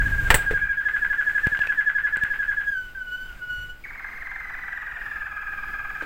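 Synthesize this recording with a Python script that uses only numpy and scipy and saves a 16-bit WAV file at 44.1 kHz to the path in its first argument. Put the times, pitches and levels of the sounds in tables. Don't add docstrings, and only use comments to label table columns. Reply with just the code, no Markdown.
import sys
import numpy as np
from scipy import signal
from scipy.fft import rfft, irfft, next_fast_len
from scipy.io import wavfile
from scipy.ndimage import uniform_filter1d

SR = 44100
rng = np.random.default_rng(int(sys.argv[2]) if len(sys.argv) > 2 else 0)


def int16_out(signal):
    q = np.round(np.clip(np.atleast_2d(signal).T, -1, 1) * 32767)
    wavfile.write(sys.argv[1], SR, q.astype(np.int16))


N = 266893
TIME = np.arange(N) / SR
# frequency_hz, trill_gain_db, chitter_gain_db
RASP_FILTER = [(450, -44, -55), (676, -24.5, -6), (860, -13.5, -6.5), (1050, -10, -3.5), (1345, -6.5, 2),
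               (1427, 6, 4), (1623, 10.5, 6.5), (1940, -14, -15), (1990, -6.5, -2), (2545, -12, -7.5),
               (2520, -13, -12), (3300, -18.5, -28), (4630, -37.5, -80), (12000, -50, -59)]


def amp(db):
    return 10 ** (np.asarray(db) / 20)


def unit(x):
    return x / np.sqrt(np.mean(x ** 2) + 1e-20)


def follow(rows, at, **options):
    first, *columns = np.transpose(rows)
    return [np.interp(at, first, c, **options) for c in columns]


def colour(x, spectrum):
    hz, db = np.transpose(spectrum)
    log_hz = np.log(np.fft.rfftfreq(len(x), 1 / SR) + 1)
    return irfft(rfft(x) * amp(np.interp(log_hz, np.log(hz), db)), len(x))


def noise(spectrum, size=N):
    return unit(colour(rng.standard_normal(next_fast_len(size)), spectrum)[:size])


def wander(rate_hz):
    size = next_fast_len(N)
    low_pass = np.exp(-(np.fft.rfftfreq(size, 1 / SR) / rate_hz) ** 2)
    return unit(irfft(rfft(rng.standard_normal(size)) * low_pass, size)[:N])


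def add(mix, start_s, sound):
    part = mix[max(round(start_s * SR), 0):][:len(sound)]
    part += sound[:len(part)]


def note_times(first_s, rate, count):
    times = [first_s]
    while len(times) < count:
        times.append(times[-1] + 1 / follow(rate, times[-1])[0])
    return np.array(times)


def air_and_handling():
    # frequency_hz, relative_db
    air_spectrum = [(20, 10), (50, -1.5), (110, -12.5), (300, -17.5), (800, -22.5), (1500, -22.5),
                    (2800, -26), (4000, -32), (4700, -34.5), (4950, -26.5), (5300, -38), (10000, -41.5),
                    (16000, -32.5)]
    rumble_spectrum = [(15, -4.5), (40, 5), (70, -6), (140, -10.5), (200, -21), (300, -25.5), (900, -62)]
    rub_spectrum = [(100, -5.5), (500, -1.5), (1000, -1.5), (2200, 1.5), (4000, -13.5), (5500, -17.5),
                    (7800, -13.5), (10500, -24.5), (14500, -14.5), (16000, -19)]
    # peak_s, half_length_s, rumble_db, rub_db
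    hand_moves = [(0.08, 0.16, -24, -42.5), (0.291, 0.13, -25, -40), (0.558, 0.13, -33, -51),
                  (0.977, 0.13, -49, -51), (1.436, 0.38, -55, -47.5), (2.397, 0.61, -52.5, -54.5),
                  (3.359, 0.065, -48, -53), (3.612, 0.12, -40, -55), (6.05, 0.13, -61, -51)]
    rumble, rub = amp(-54), amp(-61)
    for peak_s, half_length_s, rumble_db, rub_db in hand_moves:
        swell = np.exp(-((TIME - peak_s) / half_length_s) ** 2)
        rumble = np.hypot(rumble, amp(rumble_db) * swell)
        rub = np.hypot(rub, amp(rub_db) * swell)
    hand = rumble * noise(rumble_spectrum) + rub * amp(0.5 * wander(77)) * noise(rub_spectrum)
    air = amp(-44 + 1.8 * wander(5.3)) * noise(air_spectrum)
    return hand + air


def whistle(hz, bright_db):
    # frequency_hz, gain_db
    resonances = [(2920, -13.5), (3080, -24.5), (3300, -27), (4400, -36.5), (5000, -37.5), (5900, -39),
                  (6700, -36.5), (7400, -37.5), (8300, -50.5), (8900, -45.5), (10300, -47.5), (11800, -49),
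                  (13300, -35), (14500, -54.5)]
    phase = 2 * np.pi * np.cumsum(hz) / SR
    overtones = sum(amp(follow(resonances, k * hz)[0]) * np.sin(k * phase) for k in range(2, 10))
    return np.sqrt(2) * (np.sin(phase) + amp(bright_db) * overtones)


def rasp(hz, jitter, chaos, throat):
    cycles = np.cumsum(hz * (1 + jitter * wander(247.7))) / SR
    phase = 2 * np.pi * cycles / 4
    partials = sum(np.cos(k * phase + 2 * np.pi * rng.random()) for k in range(2, 9))
    beats = unit(colour(partials, throat))
    puffs = unit(colour(rng.standard_normal(N) * (1 + 0.55 * np.cos(phase)), throat))
    return (np.sqrt(1 - chaos) * beats + np.sqrt(chaos) * puffs) * amp(2.34 * wander(200))


def trill():
    # time_s, notes_per_s
    rate = [(0, 16.958), (.3, 13.724), (.8, 12.382), (1.5, 11.706), (2.5, 11.088)]
    # time_s, level_db, pitch_hz, rasp_db
    course = [(0, -17.5, 1658, -37.5), (.19, -20.5, 1623, -43.5), (.28, -24, 1614, -37.5),
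              (.49, -17, 1641, -40), (.76, -18.5, 1636, -47.5), (.88, -18.5, 1677, -37.5),
              (1.45, -17.5, 1667, -38.5), (2.1, -18.5, 1681, -38), (2.58, -20, 1663, -41.5)]
    # time_s, length_s
    lengths = [(.1, .012), (.4, .022), (.75, .024), (.92, .018), (1.5, .019), (2.58, .025)]
    # age_lengths, level_db, offset_hz, rasp_db
    note_shape = [(-2, -32, 130, -32), (-1.45, -18, 125, -16), (-.95, -21, 90, -13), (-.55, -3.5, 38, -19),
                  (0, 0, 4, -22), (.56, -1.5, -24, -16), (.92, -8, -78, 0), (1.28, -13.5, -68, -1),
                  (2, -21, -42, -4), (2.9, -44, -35, -22)]
    tone, hoarse, squeak, glide = np.zeros((4, N))
    for peak_s in note_times(.007, rate, count=33):
        db, hz, rasp_db = follow(course, peak_s)
        length_s = follow(lengths, peak_s)[0]
        db, hz = rng.normal([db, hz], scale=[.8, 6])
        age = (TIME - peak_s) / length_s
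        near = (age > note_shape[0][0]) & (age < note_shape[-1][0])
        swell_db, offset_hz, break_db = follow(note_shape, age[near])
        gain = amp(db + swell_db * max(length_s / 0.01883, 1))
        strain = np.clip((hz - 1580) / 95, .3, 1.15)
        tone[near] += gain
        glide[near] += gain * (hz + strain * offset_hz)
        hoarse[near] += amp(rasp_db + break_db)
        squeak[near] += strain ** 2 * amp(rasp_db + 5) * np.exp(-((age[near] - 1.05) / 0.17) ** 2)
    sounding = tone > 0
    hz = uniform_filter1d(np.interp(TIME, TIME[sounding], glide[sounding] / tone[sounding]), size=100)
    unrest = uniform_filter1d(hoarse / (hoarse + tone + 1e-9), size=200)
    voice = whistle(hz * (1 + (0.0023 + 0.0547 * unrest) * wander(211)), bright_db=-10.5)
    voice *= 1 + 2 * unrest * wander(270)
    crack = whistle(1.26 * hz * (1 + .02 * wander(200)), bright_db=-12)
    grit = rasp(hz, jitter=.07, chaos=.45, throat=[(f, db) for f, db, _ in RASP_FILTER])
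    return amp(-1) * tone * voice + squeak * crack + amp(8.5) * hoarse * grit


def camera_knocks():
    # start_s, thump_db, body_db, snap_db, decay_s
    impacts = [(0.3036, -11.5, -7.5, -20, 0.0092), (0.343, -16, -12, -9, 0.0098),
               (0.509, -27.5, -32, -48, 0.022), (1.4697, -18, -26, -35.5, 0.0021),
               (1.523, -37.5, -41, -59.5, 0.0018), (1.592, -34, -33, -67, 0.0022),
               (1.67, -44.5, -34, -65, 0.0042), (2.1705, -60, -26, -34, 0.00079),
               (2.236, -29.5, -28, -32.5, 0.0022), (6.023, -57, -38.5, -72, 0.016)]
    # frequency_hz, relative_db, t60_s
    case_modes = [(565, -21.5, 0.1), (897, 2, 0.12), (1780, 17.5, 0.029), (2300, -1.5, 0.015),
                  (2377, 8, 0.033), (2790, 4, 0.036), (2750, -18.5, .06), (4000, -23.5, 0.056)]
    # frequency_hz, relative_db
    body_spectrum = [(100, 0), (270, -11), (450, -1.5), (1000, -6.5), (1800, 1.5), (3000, -10.5),
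                     (4000, -16), (5500, -24.5), (12000, -31.5)]
    snap_spectrum = [(2000, -28), (5000, -23), (6800, -10), (8000, 8), (9500, -9), (11500, -10.5),
                     (14000, -10), (16000, 4)]
    out, t = np.zeros(N), np.arange(SR // 4) / SR
    ring = sum(amp(db - 60 * t / t60) * np.sin(2 * np.pi * hz * t) for hz, db, t60 in case_modes)
    for start_s, thump_db, body_db, snap_db, decay_s in impacts:
        fade = np.exp(-t / decay_s)
        age = t / (0.69 * decay_s)
        thump = 3 * age * (2 - age) * np.exp(-age)
        body = noise(body_spectrum, size=len(t)) * (fade + amp(-20) * np.exp(-t / 0.067))
        body += 0.23 * ring * np.exp(-t / (3 * decay_s))
        snap = noise(snap_spectrum, size=len(t)) * (fade + 11 * decay_s * np.exp(-t / .04))
        add(out, start_s, amp(thump_db) * thump + amp(body_db) * body + amp(snap_db) * snap)
    return out


def ticks_and_case_ring():
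    # start_s, relative_db, pitch_hz, decay_s
    rings = [(.511, -18, 460, 0.0046), (1.573, -28.5, 2870, 0.0015), (1.619, -25.5, 2670, 0.0023),
             (1.673, -24, 2570, 0.0025), (6.021, -38, 317, 0.012), (6.024, -32.5, 500, 0.0039)]
    out, t = np.zeros(N), np.arange(SR // 8) / SR
    for start_s, db, hz, decay_s in rings:
        add(out, start_s, amp(db + 2) * np.sin(2 * np.pi * hz * t) * np.exp(-t / decay_s))
    return out


def peep():
    start_s, length_s = .52, .27
    arch = np.sin(np.pi * np.clip((TIME - start_s) / length_s, 0, 1))
    hz = 2230 + 93.3 * arch
    return amp(-47) * arch * whistle(hz * (1 + .035 * wander(200)), bright_db=-11)


def whines():
    # start_s, length_s, level_db, attack_s, release_s, open_beak_db, rasp_db
    calls = [(2.629, .32, -26.5, 0.084, 0.22, -1, -57), (2.949, 0.41, -35.5, 0.018, 0.089, 4, -45.5),
             (3.367, 0.47, -33.5, 0.17, 0.29, 7, -57)]
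    # time_s, pitch_hz
    pitch = [(2.63, 1678), (2.72, 1631), (2.76, 1525), (2.92, 1468), (2.95, 1584), (2.99, 1519),
             (3.1, 1461), (3.19, 1510), (3.27, 1500), (3.33, 1432), (3.37, 1600), (3.41, 1465),
             (3.79, 1471)]
    shut_beak_db, fray_width_s = -8, 0.051
    effort, hoarse, opening_db = np.zeros((3, N))
    for start_s, length_s, db, attack_s, release_s, open_beak_db, rasp_db in calls:
        age = TIME - start_s
        rise = np.clip(age / attack_s, 0, 1) ** 0.51
        fall = np.clip((length_s - age) / release_s, 0, 1) ** 1.56
        effort += amp(db) * rise * fall
        gape = np.sin(np.pi * np.clip(age / length_s, 0, 1) ** 1.5)
        opening_db += (open_beak_db - shut_beak_db) * gape
        hoarse += amp(rasp_db) * np.exp(-((age - 0.83 * length_s) / fray_width_s) ** 2)
    hz = follow(pitch, TIME)[0]
    waver = amp(3.2 * wander(32))
    voice = whistle(hz * (1 + 0.0042 * wander(146)), bright_db=shut_beak_db + opening_db)
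    frayed = whistle(hz * (1 + 0.034 * wander(253)), bright_db=14) * amp(4.7 * wander(250))
    return effort * waver * voice + amp(-7) * hoarse * frayed


def chitter():
    # time_s, notes_per_s
    rate = [(3.85, 19.243), (3.95, 22.192), (4.55, 21.814), (5.4, 19.055), (6, 18.285)]
    # time_s, level_db, top_hz, settled_fraction, relative_rasp_db
    course = [(3.84, -33.5, 2237, 0.02, -18), (3.92, -39, 2286, 0.04, -5), (4.04, -35.5, 2150, 0.04, -6),
              (4.6, -32.5, 2028, 0.14, -6), (5, -31, 1874, .48, -5), (5.18, -29, 1767, 0.64, -8),
              (5.34, -31, 1688, 0.73, -4.5), (6.05, -30, 1692, 0.64, -5)]
    # age_cycles, height_fraction, excited_db, settled_db, rasp_db
    sweep_shape = [(-.5, .96, -6.5, -19, -9), (-.36, .97, -5, -30, -5.5), (-.13, .95, -4.5, -2, -7),
                   (0, .42, 0, -1, 1), (.15, .03, -14, -6, 1.5), (.3, .1, -13, -8, -5),
                   (.38, .93, -10, -8, -9)]
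    db, top_hz, settled, rasp_db = follow(course, TIME)
    peaks_s = note_times(3.8553, rate, count=45)
    limp = np.resize([-1, 1], len(peaks_s))
    peaks_s += limp * 0.0017 * np.interp(peaks_s, TIME, settled)
    padded_s = np.r_[2 * peaks_s[0] - peaks_s[1], peaks_s, 2 * peaks_s[-1] - peaks_s[-2]]
    cycle = np.interp(TIME, padded_s, np.arange(len(padded_s)))
    height, excited_db, settled_db, break_db = follow(sweep_shape, cycle, period=1)
    bottom_hz = 1507.4 + 95.54 * settled
    hz = bottom_hz + height * (top_hz - bottom_hz)
    onset = np.clip((TIME - 3.838) / 0.0025, 0, 1)
    effort = amp(db + 0.13 * np.interp(TIME, peaks_s, limp)) * onset
    strain_db = 12 * height * (1 - settled)
    crack = amp(break_db) * (1 - settled)
    voice = whistle(hz * (1 + (0.01285 + .028 * crack) * wander(289)), bright_db=strain_db - 6)
    shake_db = (.5 + 2.5 * crack) * wander(280)
    voice *= amp(2 + excited_db + settled * (settled_db - excited_db) + shake_db)
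    throat = [(f, db) for f, _, db in RASP_FILTER]
    grit = rasp(1.02 * hz, jitter=0.04154, chaos=.6 - .25 * settled, throat=throat)
    phase = 2 * np.pi * np.cumsum(hz * (1 + .03 * wander(205.4))) / SR
    side_tones = amp(-0.5) * np.sin(.775 * phase) + amp(-5) * np.sin(1.5 * phase)
    roughness = amp(-8 * settled) * grit + settled * side_tones
    return effort * (voice + amp(rasp_db + break_db) * roughness)


def nook(x, tail_db, t60_s):
    # delay_s, gain_db
    echoes = [(.0042, -39), (.0112, -14.5), (.023, -11)]
    t = np.arange(SR // 2) / SR
    response = rng.standard_normal(len(t)) * amp(-60 * t / t60_s) * (t > .012)
    response *= amp(tail_db) / np.linalg.norm(response)
    for delay_s, db in echoes:
        response += amp(db) * np.sinc((t - delay_s) * SR)
    return x + signal.fftconvolve(x, response)[:N]


def scene():
    in_nook = trill() + whines() + peep() + chitter() + ticks_and_case_ring()
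    return (nook(in_nook, tail_db=-11, t60_s=.18) + camera_knocks() + air_and_handling())[None]


def record(dry):
    low_pass = signal.firwin(511, cutoff=15900, window=("kaiser", 9), fs=SR)
    return signal.oaconvolve(np.clip(dry, -1, 1), low_pass[None], "same")


dry = scene()
out = record(dry)
int16_out(out)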